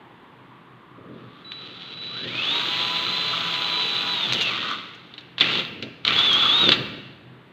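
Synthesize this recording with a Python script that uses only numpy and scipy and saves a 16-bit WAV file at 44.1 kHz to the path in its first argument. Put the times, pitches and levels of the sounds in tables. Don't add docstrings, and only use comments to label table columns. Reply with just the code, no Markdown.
import sys
import numpy as np
from scipy import signal
from scipy.fft import rfft, irfft
from scipy.io import wavfile
from scipy.ndimage import uniform_filter1d, minimum_filter1d

SR = 44100
rng = np.random.default_rng(int(sys.argv[2]) if len(sys.argv) > 2 else 0)


def log_audio(samples):
    frames = np.atleast_2d(samples).T
    limited = np.clip(frames, -1, 1)
    pcm = np.round(limited * 32767).astype(np.int16)
    wavfile.write(sys.argv[1], SR, pcm)


N = 331808
TIME = np.arange(N) / SR
DECAY_60_DB = np.log(1000)

# (frequency [Hz], width of one filter pass [Hz], level [dB])
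DRONE_MODES = [(125, 9.4, -3), (169.4, 7, -5.5)]
# (time [s], level [dB])
DRONE_LEVEL = [(.25, -65), (.55, -49), (1.5, -56), (7.2, -51), (7.34, -41), (7.44, -56)]
# (frequency [Hz], level [dB])
AIR_COLOUR = [(18, -41), (30, -13.5), (43, -10.5), (69, -15), (129, -1.5), (355, -0.5), (497, -9),
              (629, -10.5), (1000, -10), (1480, -10.5), (1780, -10.5), (2310, -15), (3500, -17.5),
              (5440, -42.5), (15000, -47)]
# (frequency [Hz], level [dB])
ROOM_COLOUR = [(100, 6), (500, -0.5), (1500, 4.5), (2700, 4.5), (3600, -6), (5000, 2), (7000, -1),
               (14000, 8)]
# (time [s], length [s], level [dB])
BOOMS = [(2.98, .1, -51.5), (4.25, .2, -50.5), (5.68, .05, -52), (6.07, .06, -40), (6.22, .22, -51),
         (6.68, .13, -41)]
# (time [s], length [s], level [dB])
SHOVES = [(1.0, 0.15, -42.5), (1.13, 0.17, -48), (2.24, 0.086, -43), (4.26, 0.11, -44.5),
          (5.426, 0.025, -37.5), (5.53, 0.056, -40), (5.7, 0.15, -42), (5.84, 0.025, -40),
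          (6.635, 0.065, -26.5), (6.76, 0.056, -32), (6.88, 0.093, -40)]
# (frequency [Hz], level [dB])
FRAME_LOW_COLOUR = [(30, -59), (60, -16), (110, 1.5), (170, 7), (240, 6.5), (340, 5), (480, 3.5),
                    (650, -6.5), (1000, -56), (4000, -81)]
# (frequency [Hz], width of one filter pass [Hz], level [dB])
FRAME_MODES = [(1214, 240, 1.5), (1318, 163, 0.5), (1435, 92, -2)]
# (time [s], level [dB])
SNAPS = [(4.324, -35), (4.333, -32), (4.411, -39), (4.42, -33), (4.947, -56), (5.826, -53), (6.187, -39),
         (6.33, -35)]
# (frequency [Hz], level [dB])
SNAP_COLOUR = [(3000, -29.5), (4600, 7), (6300, 9), (8500, -11), (12000, -18), (15000, -14.5)]
# (middle time [s], length [s], level [dB])
SCRAPE_SWELLS = [(3.336, 0.2, -42), (4.533, 0.1, -34), (4.685, 0.15, -31), (6.086, 0.05, -29.5),
                 (6.197, 0.068, -35), (6.34, 0.041, -36.5), (6.447, 0.061, -33), (6.624, 0.043, -37),
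                 (6.73, 0.018, -30.5)]
# (time [s], level [dB], level of the rattle against the clack [dB])
CLACKS = [(1.519, -20, -12.5), (4.3236, -7.5, -9.5), (4.333, -7.5, -12), (4.411, -9.5, -7),
          (5.139, -30, -6.5), (5.1797, -23.5, -4.5), (5.209, -32.5, -11), (5.382, -15, -5),
          (5.401, -13, -12), (5.4086, -2.5, -5), (5.419, -8.5, -10.5), (5.554, -9, -12), (5.65, -16, -25),
          (5.825, -16, -6.5), (6.0504, -4, -14.5), (6.069, -11.5, -5), (6.078, -1.5, -15.5),
          (6.189, -7.5, -25), (6.691, 1, -17), (6.7182, -6.5, 2)]
# (frequency [Hz], level [dB])
CLACK_COLOUR = [(100, -41.5), (400, -16), (900, -11.5), (1500, -6.5), (2200, -6), (2900, 0.5), (3800, 6),
                (4400, -3.5), (5200, -21), (7000, -31), (9500, -49), (15000, -50)]
# (time [s], level [dB])
KICKS = [(5.411, -23), (6.08, -24)]
# (frequency [Hz], level [dB])
KICK_COLOUR = [(250, -9), (800, -14.5), (1400, -2.5), (2300, 7), (3200, -5), (5000, -28), (9000, -60.5)]
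# (time [s], level [dB])
WHISTLE_LEVEL = [(1.452, -43), (1.6, -43), (1.7, -55.5), (2.04, -39.5), (2.24, -37.5)]
# (time [s], level [dB])
EFFORT_PULLS = [
    [(1.15, -58), (1.48, -53.5), (1.64, -42), (2.02, -40), (2.52, -24.5), (3.4, -25.5), (4.15, -26),
     (4.42, -25), (4.72, -29.5), (4.84, -40.5), (5.0, -50.5), (5.33, -57)],
    [(5.42, -24.5), (5.6, -23), (5.66, -40)],
    [(6.085, -21.5), (6.14, -22), (6.55, -22), (6.73, -22.5)],
]
# (time [s], rate [Hz])
BORE_SPEED = [(2.1, 1185), (2.26, 1790), (2.32, 2300), (2.41, 2669), (2.47, 3352), (2.53, 3750),
              (2.7, 3985), (3.2, 4018), (3.6, 3992), (3.88, 3935), (4.13, 3955), (4.27, 3470), (4.38, 2924),
              (4.49, 2590), (4.54, 1920)]
# (time [s], rate [Hz])
JOG_SPEED = [(5.42, 2283), (5.46, 2663), (5.52, 2841), (5.65, 2702)]
# (time [s], rate [Hz])
BURST_SPEED = [(6.09, 2293), (6.165, 3320), (6.235, 3540), (6.3, 3400), (6.33, 3190), (6.38, 3400),
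               (6.5, 3420), (6.56, 3700), (6.62, 3850), (6.69, 3480)]
# (frequency [Hz], level [dB])
HOUSING_COLOUR = [(250, -30.5), (550, -13.5), (1700, -12.5), (2200, -7.5), (2800, -2), (3550, 2.5),
                  (4050, -5), (4450, -11.5), (5000, -22.5), (6300, -31), (7300, -38), (9500, -63),
                  (15300, -59)]
# (time [s], level [dB])
WHINE_LEVEL = [(2.12, -9), (2.29, -13), (2.38, -2), (2.54, -1), (2.66, -10), (2.95, -7.5), (3.28, -5),
               (3.36, -17), (3.8, -2.5), (4.05, -8), (4.24, -1), (4.33, -12), (4.46, 0), (4.55, -14.5),
               (5.6, -10.5), (6.1, -10), (6.2, 2), (6.69, 2)]
SHAFT_MULTIPLES = [.5, .95, 1, 1.3, 2, 2.48, 3, 4, 4.97, 6, 13, 24, 28, 34, 35, 36]
SHAFT_DB = [-24, -29, -23.5, -24.5, -30, -21, -13.5, -25.5, -32, -23.5, -39, -46, -51.5, -55, -60.5, -60]
# (frequency [Hz], level [dB])
FAN_COLOUR = [(3000, -11.5), (4400, 4), (5400, -9.5), (6100, 12), (7100, 7), (7600, -1.5), (8200, -2),
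              (8700, -8.5), (10000, -17), (11500, -4.5), (12600, -15), (14300, -1.5), (15100, -2)]


def undb(db):
    return 10 ** (np.asarray(db) / 20)


def unit(x):
    return x / np.sqrt(np.mean(x ** 2))


def noise():
    return rng.standard_normal(N)


def curve(rows, axis):
    rows = np.array(rows)
    return np.interp(TIME, rows[:, 0], rows[:, axis])


def gain(rows, axis, fade_s=0.024):
    outside = np.maximum(rows[0][0] - TIME, 0) + np.maximum(TIME - rows[-1][0], 0)
    return undb(curve(rows, axis)) * np.exp(-(outside / fade_s) ** 2)


def walk(rate_hz):
    step = max(int(SR / rate_hz), 1)
    held_values = np.repeat(noise()[:N // step + 1], step)
    return unit(uniform_filter1d(held_values, step)[:N])


def held(start_s, end_s, attack_s, release_s):
    before = np.maximum(start_s - TIME, 0) / attack_s
    after = np.maximum(TIME - end_s, 0) / release_s
    return np.exp(-before ** 2 - after ** 2)


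def pushes(events, attack_s=0.021, release_s=0.033):
    return sum(undb(db) * held(s, s + length, attack_s, release_s) for s, length, db in events)


def fading(events, t60):
    return sum(undb(db) * (TIME >= s) * np.exp(-DECAY_60_DB * np.abs(TIME - s) / t60)
               for s, db in events)


def colour(x, points):
    hz, db = np.transpose(points)
    grid = np.fft.rfftfreq(4096, 1 / SR)
    log_gain = np.log(undb(np.interp(np.log(grid + 1), np.log(hz), db)))
    cepstrum = irfft(log_gain)
    cepstrum[1:len(grid) - 1] *= 2
    cepstrum[len(grid):] = 0
    response = irfft(np.exp(rfft(cepstrum)))
    return signal.fftconvolve(x, response)[:len(x)]


def resonate(x, modes):
    out = 0
    for hz, width, db in modes:
        b, a = signal.iirpeak(hz, hz / width, fs=SR)
        once = signal.lfilter(b, a, x)
        out = out + undb(db) * signal.lfilter(b, a, once)
    return unit(out)


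def impacts(rate_hz, scatter_db):
    cycle = np.floor(np.cumsum(rate_hz * np.ones(N)) / SR + rng.uniform(0, 1, N) / 2)
    fresh = np.diff(np.maximum.accumulate(cycle), prepend=0) > 0
    return fresh * noise() * undb(scatter_db * np.clip(noise(), -2, 2))


def outdoors(drone_db=-2, drone_swell_db=-2.5, tyres_db=-54.0, tyres_half_width_hz=130, air_db=-50.5):
    drone_level = drone_db + curve(DRONE_LEVEL, 1) + drone_swell_db * walk(9.8)
    drone = resonate(noise(), DRONE_MODES) * undb(drone_level)
    lowpass = signal.butter(2, tyres_half_width_hz, fs=SR, output="sos")
    hiss = signal.sosfilt(lowpass, noise() + 1j * noise())
    centre_hz = 947 + 205 * TIME
    tyres = unit(np.real(hiss * np.exp(2j * np.pi * np.cumsum(centre_hz) / SR)))
    tyres = tyres * undb(tyres_db) * held(0, 2.5, .3, .3)
    air = unit(colour(noise(), AIR_COLOUR)) * undb(air_db + 0.47 * walk(1.7))
    return drone + tyres + air


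def room(x, wet_db=-9, low_t60=1.14, mid_t60=0.94, high_t60=0.85, delay_s=0.0068):
    t = TIME[:int(1.5 * SR)]
    hiss = rfft(rng.standard_normal(len(t)))
    hz = np.fft.rfftfreq(len(t), 1 / SR)
    band = np.digitize(hz, [1000, 4500])
    tail = 0
    for k, t60 in enumerate([low_t60, mid_t60, high_t60]):
        tail = tail + irfft(hiss * (band == k), len(t)) * np.exp(-DECAY_60_DB * t / t60)
    tail *= (t > delay_s) * np.sqrt(2 * DECAY_60_DB / (mid_t60 * SR))
    return x + undb(wet_db) * signal.fftconvolve(x, colour(tail, ROOM_COLOUR))[:N]


def sway(sway_db=-2, centre_hz=88, width_hz=55):
    return resonate(noise(), [(centre_hz, width_hz, 0)]) * undb(sway_db) * pushes(BOOMS)


def frame(effort, speed, shudder_db=-19, labour_db=11, uneven_db=0.65, shove_db=-2):
    shudder = effort * undb(shudder_db + labour_db * (1 - speed) + uneven_db * walk(9))
    judder = impacts(900, 1.5)
    return (shudder + undb(shove_db) * pushes(SHOVES)) * unit(colour(judder, FRAME_LOW_COLOUR))


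def snaps(crackle_db=2):
    return fading(SNAPS, t60=0.062) * unit(colour(impacts(3500, crackle_db), SNAP_COLOUR))


def bit(effort, speed, scrape_db=-14.0, scrape_power=.75, swell_db=-1.5, uneven_db=1.6, rasp_db=-23):
    swells = sum(undb(db) * np.exp(-(2 * (TIME - s) / length) ** 2) for s, length, db in SCRAPE_SWELLS)
    scrape = effort * speed ** scrape_power * undb(scrape_db + uneven_db * walk(12))
    scraping = scrape + undb(swell_db) * swells
    chips = impacts(900, 3.9)
    rasp = undb(rasp_db) * swells * unit(colour(chips, SNAP_COLOUR))
    return scraping * resonate(chips, FRAME_MODES) + rasp


def grit(grit_db=-9, ticks_per_s=250):
    ticks = (rng.uniform(0, 1, N) < ticks_per_s / SR) * rng.uniform(-0.78, 1, N)
    return undb(grit_db) * unit(colour(ticks, CLACK_COLOUR))


def clacks(click_db=-1.5, rattle_db=-4, click_t60=0.011, rattle_t60=0.077):
    out, count = np.zeros(N), 8192
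    t = TIME[:count]
    for s, db, buzz_db in CLACKS:
        crack = rng.standard_normal(count) * np.exp(-DECAY_60_DB * t / click_t60)
        click = colour(crack, CLACK_COLOUR)
        click /= np.abs(click).max()
        buzz = unit(colour(rng.standard_normal(count), CLACK_COLOUR))
        buzz = buzz * np.exp(-DECAY_60_DB * t / rattle_t60)
        start = int(s * SR)
        knock = undb(click_db) * click + undb(rattle_db + buzz_db) * buzz
        out[start:start + count] += undb(db) * knock
    return out


def kicks():
    return fading(KICKS, t60=0.38) * unit(colour(impacts(1500, 1.5), KICK_COLOUR))


def controller(switching_hz=3940, flicker_db=1.0):
    whistle = unit(np.sin(2 * np.pi * switching_hz * TIME))
    return whistle * gain(WHISTLE_LEVEL, 1, 0.0067) * undb(flicker_db * walk(27))


def motor_speed(waver=.0007, load_waver=.09, chuck_hz=20, wobble_share=.022):
    from_s, to_s = 6.177, 6.5
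    wobble = wobble_share * np.cos(2 * np.pi * chuck_hz * (TIME - from_s)) * held(from_s, to_s, .02, .02)
    mesh_hz = curve(BORE_SPEED + JOG_SPEED + BURST_SPEED, 1) * (1 + wobble)
    speed = mesh_hz / mesh_hz.max()
    unsteadiness = waver + load_waver * (1 - speed) ** 1.6
    return mesh_hz * (1 + unsteadiness * walk(160)), speed


def gears(mesh_hz, scatter_db=-2.0, throb_db=0.7, rattle_db=-2.5):
    teeth = impacts(mesh_hz, scatter_db) / np.sqrt(mesh_hz)
    return undb(rattle_db) * unit(colour(teeth * undb(throb_db * walk(60)), HOUSING_COLOUR))


def motor(mesh_hz, speed, flutter_db=2.0, lines_db=-2, lines_power=4.8, fan_db=-28, fan_power=1.2):
    pinion_teeth = 12
    shaft = 2 * np.pi * np.cumsum(mesh_hz / pinion_teeth) / SR
    whine = unit(np.sin(pinion_teeth * shaft) * undb(flutter_db * walk(110))) * gain(WHINE_LEVEL, 1)
    lines = 0
    for multiple, db in zip(SHAFT_MULTIPLES, SHAFT_DB):
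        line = np.sin(multiple * shaft) * undb(2.5 * walk(40))
        lines = lines + undb(db) * unit(line)
    fan = unit(colour(noise(), FAN_COLOUR))
    return whine + undb(lines_db) * lines * speed ** lines_power + undb(fan_db) * fan * speed ** fan_power


def scene():
    effort = sum(gain(pull, 1) for pull in EFFORT_PULLS)
    mesh_hz, speed = motor_speed()
    door = sway() + frame(effort, speed) + snaps() + bit(effort, speed)
    running = effort * (grit() + gears(mesh_hz) + motor(mesh_hz, speed))
    drill = clacks() + kicks() + controller() + running
    return (outdoors() + room(door + drill))[None]


def record(dry, low_hz=56, top_hz=15500):
    thin = signal.sosfilt(signal.butter(2, low_hz, "high", fs=SR, output="sos"), dry)
    headroom = 1 / np.maximum(np.abs(thin), 1)
    limited = thin * uniform_filter1d(minimum_filter1d(headroom, size=129), size=129)
    return signal.sosfilt(signal.ellip(10, .2, 70, top_hz, fs=SR, output="sos"), limited)


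dry = scene()
out = record(dry)
log_audio(out)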